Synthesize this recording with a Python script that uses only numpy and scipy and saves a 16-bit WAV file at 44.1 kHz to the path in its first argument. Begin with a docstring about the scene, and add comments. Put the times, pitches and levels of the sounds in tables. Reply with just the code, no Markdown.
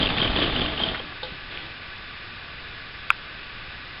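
"""An old sewing machine clatters through five stitches and coasts to a stop: loose steel rattles and the
linkage clacks over the whir of the shafts, while the wooden base knocks on a rumbling table. The mechanism
settles with a clunk, cloth slides over the bed, small parts tick, and one sharp click snaps close by.
Steady room hiss lies under it all, and the whole sound is muffled."""
import sys
import numpy as np
from scipy.fft import rfft, irfft, next_fast_len
from scipy.io import wavfile
from scipy.ndimage import map_coordinates

SR = 44100
rng = np.random.default_rng(int(sys.argv[2]) if len(sys.argv) > 2 else 0)


def bounce(signal):
    """Save signal as a 16-bit WAV file at the path given by the first command-line argument."""
    frames = np.transpose(np.atleast_2d(signal))
    limited = np.clip(frames, -1, 1)
    pcm = np.round(limited * 32767).astype(np.int16)
    wavfile.write(sys.argv[1], SR, pcm)


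N = 176400

# edges of the five stitches: time_s
STITCH_EDGES = [-0.047, 0.186, 0.365, 0.548, 0.787, 1.08]
# swell of the rattle through one stitch: turn_fraction, gain_db
STITCH_SWELL = [(0, -7), (.06, 1.5), (.3, 3), (.52, -5), (.65, -6), (.93, -9), (1, 1)]
# fader on rattle and whir as the machine runs down: time_s, gain_db
RUN_DOWN = [(0, 1.5), (.14, -1), (.28, -0.5), (.42, 0.5), (.51, 0), (.6, -3), (.73, -3), (.84, -5),
            (.92, -6), (1.0, -10.5), (1.06, -17), (1.2, -28), (1.4, -56)]
# resonances of the loose steel: pitch_hz, width_hz, gain_db
STEEL_MODES = [(2945, 18, -2.5), (3100, 16, 0), (3160, 12, 2), (3203, 12, 3.5), (3441, 70, -3.5),
               (3540, 260, -7), (3703, 30, -7), (4560, 400, -17)]
# tone of the whirring shafts: frequency_hz, gain_db
WHIR_COLOUR = [(60, -19.5), (130, -3), (280, -2.5), (400, -5), (600, -5.5), (780, -4.5), (960, -10.5),
               (1160, -3.5), (1350, -8.5), (1560, -6.5), (2250, -8.5), (2800, -7), (3500, -4.5),
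               (4100, -14.5), (4900, -20), (5400, -52.5)]
# resonances of the iron bed and wooden base: pitch_hz, width_hz, boost_db
BED_MODES = [(177, 16, 3), (248, 18, 8), (300, 20, 9.5), (376, 13, 8), (455, 30, 3.5), (651, 19, 7),
             (864, 40, 5)]
# hits of the linkage: start_s, level_db, pitch_hz, rise_s
LINKAGE_HITS = [(0.028, -13.5, 3210, 0.0027), (0.0587, -16, 3250, 0.0016), (0.07, -15.5, 2760, 0.0011),
                (.089, -17, 2870, 0.0015), (.173, -21.5, 3380, 0.0028), (0.1834, -14, 2750, 0.00097),
                (0.215, -12.5, 3190, 0.0031), (0.2448, -16.5, 3190, 0.0021), (0.2757, -18, 2930, 0.00081),
                (.362, -14.5, 3390, 0.0021), (0.371, -18, 2900, 0.0014), (.402, -22, 3260, 0.0029),
                (0.4232, -13.5, 3200, 0.0029), (0.4446, -16.5, 2940, 0.002), (0.464, -19, 2900, 0.0012),
                (0.5064, -23.5, 3400, 0.0018), (.551, -21, 3600, .0016), (0.5617, -17, 2940, 0.002),
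                (.609, -17, 3320, 0.0014), (0.6158, -14.5, 3160, 0.0019), (0.6612, -19, 2930, 0.00205),
                (0.776, -22.5, 2920, 0.0023), (0.794, -21.5, 3000, .0015), (0.812, -23, 3220, 0.004),
                (0.819, -20.5, 3190, 0.0035), (0.8341, -13.5, 3180, 0.0035), (0.8856, -20, 3280, 0.0022),
                (0.992, -25.5, 3210, 0.0039)]
# knocks of the base and soft thumps of the table: start_s, level_db, pitch_hz, rise_s
BASE_KNOCKS = [(.2485, -24, 75, 0.0046), (.293, -20, 42, 0.0084), (.336, -23, 46, 0.0074),
               (.3865, -18.5, 260, 0.0033), (.388, -22, 630, 0.0027), (.443, -24, 300, .007)]
# fader on the table's rumble: time_s, level_db
RUMBLE_FADER = [(0, -32.5), (.2, -34.5), (.31, -30.5), (.42, -33), (.6, -32), (.8, -38), (.95, -39.5),
                (1.05, -61), (1.4, -84)]
# tone of that rumble: frequency_hz, gain_db
RUMBLE_COLOUR = [(10, -6), (22, -1.5), (32, -9.5), (44, -3.5), (60, -7), (120, -9), (180, -13.5),
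                 (400, -42), (1500, -83)]
# the two hits of the settling mechanism: start_s, level_db
CLUNK_HITS = [(1.2305, -28), (1.2355, -43)]
# modes those hits ring: pitch_hz, gain_db, t60_s
CLUNK_MODES = [(470, -12, 0.14), (510, -1.5, 0.2), (680, -8, 0.056), (850, -2.5, 0.075), (1560, -6.5, 0.06),
               (3050, -2, 0.049), (3690, 5, 0.025), (3760, -6, 0.09), (4300, -10, 0.045)]
# small ticks and bumps: start_s, level_db, centre_hz, width_hz, t60_s
SMALL_TICKS = [(.802, -21, 702, 900, 0.033), (0.834, -21, 5000, 1800, 0.0084),
               (0.9457, -17.5, 1550, 2400, 0.088), (0.974, -33, 2600, 1200, 0.028),
               (0.999, -28, 445, 700, 0.053), (1.123, -28.5, 1150, 600, 0.013),
               (1.318, -32, 95, 120, 0.043)]
# modes of the sharp click: pitch_hz, gain_db, rise_s
SNAP_MODES = [(1334, -0.9, .00142), (2465, 0, .00124), (3400, -15.3, .0015)]
# its dull rebounds: delay_s, level_db, pitch_hz, rise_s
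REBOUNDS = [(.0052, -21, 1420, 0.0027), (.009, -24, 1070, 0.0013)]
# fader on the sliding cloth: time_s, level_db
CLOTH_FADER = [(1.22, -51), (1.27, -40), (1.4, -48.5), (1.48, -59), (1.515, -38.5), (1.6, -40.5),
               (1.7, -44.5), (1.82, -72), (1.9, -91)]
# tone of the cloth: frequency_hz, gain_db
CLOTH_COLOUR = [(80, -16), (300, 4), (900, -3), (2000, -3.5), (3300, 3), (4300, -7.5), (5500, -22.5)]
# tone of the room hiss: frequency_hz, gain_db
HISS_COLOUR = [(10, 7.5), (25, 9), (80, 5), (125, 4), (210, -3), (340, -3.5), (500, -6), (1000, -5.5),
               (1400, -2.5), (2500, -1.5), (3100, -4), (3900, -4), (4250, -8.5), (5000, -10.5),
               (5300, -14.5), (5550, -30)]
# resonances in the hiss: pitch_hz, width_hz, boost_db
HISS_MODES = [(1169, 91, 8), (1475, 67, 4.5), (1530, 87, 5.4), (1702, 63, 9.1), (1960, 130, 3.7),
              (2435, 92, 3.6), (2600, 91, 5), (2855, 77, 4), (3490, 180, 3.3)]
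# faint whines in the room: pitch_hz, level_db
ROOM_WHINES = [(2375, -54), (2806, -67), (4513, -61.5)]

RATTLES_PER_S, RATTLE_SPREAD_DB, RATTLE_TRIM_DB = 1400, 3.5, -30.3
WHIR_TRIM_DB, WHIR_SWELL_SHARE, WHIR_GRAIN_DB = -25.5, 0.36, 1.5
CLACK_CRACK_DB, CLACK_KNOCK_DB, CLUNK_CRACK_DB = -6, -12, 3  # relative to each hit
CLICK_S, CLICK_TRIM_DB = 3.1031, -3.3
HISS_DB = -38.5
STEEL_TOP_HZ, BAND_TOP_HZ, OUTPUT_TOP_HZ = 4415, 5450, 15400


def machine():
    """Rattle and whir swell in the first half of each stitch and fade as the machine coasts."""
    turn = np.interp(np.arange(N) / SR, STITCH_EDGES, np.arange(len(STITCH_EDGES))) % 1
    swell_db = np.interp(turn, *np.transpose(STITCH_SWELL))
    rattle = amp(RATTLE_TRIM_DB + swell_db) * steel_rattle()
    whir = amp(WHIR_TRIM_DB + WHIR_SWELL_SHARE * swell_db) * shaft_whir()
    return amp(curve(RUN_DOWN)) * (rattle + whir)


def steel_rattle():
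    """A dense spray of tiny random contacts rings the loose steel."""
    contacts = (rng.random(N) < RATTLES_PER_S / SR) * rng.choice([-1, 1], N)
    strength = amp(RATTLE_SPREAD_DB * rng.standard_normal(N))
    steel = lambda f: sum((-1) ** k * amp(db) * resonance(f, hz, width)
                          for k, (hz, width, db) in enumerate(STEEL_MODES))
    return mellow(unit(filtered(contacts * strength, steel)))


def shaft_whir():
    """The shafts whir through the resonant bed; a fast level flutter adds grain."""
    return unit(noise(WHIR_COLOUR, BED_MODES) * amp(WHIR_GRAIN_DB * wobble(rate_hz=160)))


def linkage_clacks():
    """Shuttle, needle bar and feed strike their stops: a steel ring, a crack and a knock in the base."""
    out = np.zeros(N)
    for start_s, db, hz, rise_s in LINKAGE_HITS:
        add(out, start_s, amp(db) * blip(hz, rise_s))
        crack = amp(CLACK_CRACK_DB) * burst(hz=3000, width_hz=3000, t60_s=0.036)
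        knock = amp(CLACK_KNOCK_DB) * burst(hz=330, width_hz=420, t60_s=0.051)
        add(out, start_s + rise_s / 2, amp(db) * (crack + knock))
    return out


def base_knocks():
    """The running machine rocks its wooden base against the table."""
    out = np.zeros(N)
    for start_s, db, hz, rise_s in BASE_KNOCKS:
        add(out, start_s, amp(db) * blip(hz, rise_s))
    return out


def table_rumble():
    """The table shakes under the running machine and fills out the low end."""
    return amp(curve(RUMBLE_FADER)) * noise(RUMBLE_COLOUR)


def settling_clunk():
    """The stopped mechanism drops back with a double hit: a ringing body under a bright crack."""
    out = np.zeros(N)
    for start_s, db in CLUNK_HITS:
        body = sum(amp(gain_db + rng.normal(0, 1.2)) * ring(hz * (1 + rng.normal(0, 0.0017)), t60_s)
                   for hz, gain_db, t60_s in CLUNK_MODES)
        crack = amp(CLUNK_CRACK_DB) * burst(hz=3700, width_hz=2200, t60_s=0.17)
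        add(out, start_s, amp(db) * (body + crack))
    return out


def small_ticks():
    """Small parts tick and bump, ending on one crisp tick of metal."""
    out = np.zeros(N)
    for start_s, db, hz, width_hz, t60_s in SMALL_TICKS:
        add(out, start_s, amp(db) * burst(hz, width_hz, t60_s))
    add(out, start_s=1.5741, sound=amp(-19) * blip(hz=2750, rise_s=0.0006))
    return out


def sharp_click():
    """A dry, hard click close by, with two dull rebounds."""
    out = np.zeros(N)
    snap = sum(amp(db) * blip(hz, rise_s) for hz, db, rise_s in SNAP_MODES)
    add(out, CLICK_S, amp(CLICK_TRIM_DB) * snap)
    for delay_s, db, hz, rise_s in REBOUNDS:
        add(out, CLICK_S + delay_s, amp(db) * blip(hz, rise_s))
    return out


def cloth_slide():
    """The strip of cloth slides over the bed in two soft swishes."""
    return amp(curve(CLOTH_FADER)) * noise(CLOTH_COLOUR)


def room_tone():
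    """Steady resonant hiss with a few faint whines, as of a small fan."""
    t = np.arange(N) / SR
    hiss = amp(HISS_DB) * noise(HISS_COLOUR, HISS_MODES)
    whines = sum(amp(db) * np.sin(2 * np.pi * hz * t + wobble(rate_hz=14)) for hz, db in ROOM_WHINES)
    return hiss + whines


def blip(hz, rise_s):
    """A heavily damped mode that peaks at rise_s and dies quickly."""
    t = np.arange(SR // 20) / SR
    return np.sin(2 * np.pi * hz * t) * (t / rise_s * np.exp(1 - t / rise_s)) ** 3


def ring(hz, t60_s):
    """One struck mode."""
    return np.sin(2 * np.pi * hz * np.arange(SR // 4) / SR) * fade(t60_s, attack_s=0.00083)


def burst(hz, width_hz, t60_s):
    """A dying puff of noise around hz, with peak 1."""
    band = filtered(rng.standard_normal(SR // 4), lambda f: resonance(f, hz, width_hz) ** 3)
    puff = band * fade(t60_s, attack_s=0.0002)
    return puff / np.abs(puff).max()


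def fade(t60_s, attack_s):
    """A quarter second of attack and exponential decay."""
    t = np.arange(SR // 4) / SR
    return np.exp(-np.log(1000) * t / t60_s) * (1 - np.exp(-t / attack_s))


def noise(colour, modes=()):
    """Noise of rms 1, shaped by an EQ curve and optional resonant boosts."""
    points_hz, points_db = np.transpose(colour)

    def eq(f):
        curve_db = np.interp(np.log(f + 1), np.log(points_hz + 1), points_db)
        boost_db = sum(db * abs(resonance(f, hz, width)) ** 2 for hz, width, db in modes)
        return amp(curve_db + boost_db)
    return unit(filtered(rng.standard_normal(N), eq))


def mellow(x):
    """Roll the top treble off the steel."""
    return lowpass(x, STEEL_TOP_HZ, order=10)


def lowpass(x, top_hz, order):
    return filtered(x, lambda f: 1 / np.sqrt(1 + (f / top_hz) ** (2 * order)))


def resonance(f, hz, width_hz):
    return 1j * f * width_hz / (hz * hz - f * f + 1j * f * width_hz)


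def filtered(x, response):
    """Pass x through a frequency response."""
    size = next_fast_len(len(x) + SR // 2)
    return irfft(rfft(x, size) * response(np.fft.rfftfreq(size, 1 / SR)), size)[:len(x)]


def wobble(rate_hz):
    """A smooth random curve with rate_hz knots a second."""
    knots = rng.standard_normal(int(N * rate_hz / SR) + 4)
    return map_coordinates(knots, [np.arange(N) * rate_hz / SR])


def curve(points):
    """Join fader points into one value per sample."""
    return np.interp(np.arange(N) / SR, *np.transpose(points))


def add(track, start_s, sound):
    part = track[max(round(start_s * SR), 0):][:len(sound)]
    part += sound[:len(part)]


def amp(db):
    return 10 ** (np.asarray(db) / 20)


def unit(x):
    return x / np.sqrt(np.mean(x ** 2) + 1e-20)


def scene():
    """The mono mix: machine, hits and click over cloth and room tone."""
    backdrop = room_tone() + cloth_slide()
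    hits = mellow(linkage_clacks() + settling_clunk() + small_ticks()) + base_knocks()
    return (machine() + table_rumble() + hits + sharp_click() + backdrop)[None]


def record(dry):
    """The sound is muffled, cut off steeply above about 5.5 kHz, then clipped at full scale."""
    muffled = lowpass(dry[0], BAND_TOP_HZ, order=70)
    return lowpass(np.clip(muffled, -1, 1), OUTPUT_TOP_HZ, order=50)[None]


dry = scene()
out = record(dry)
bounce(out)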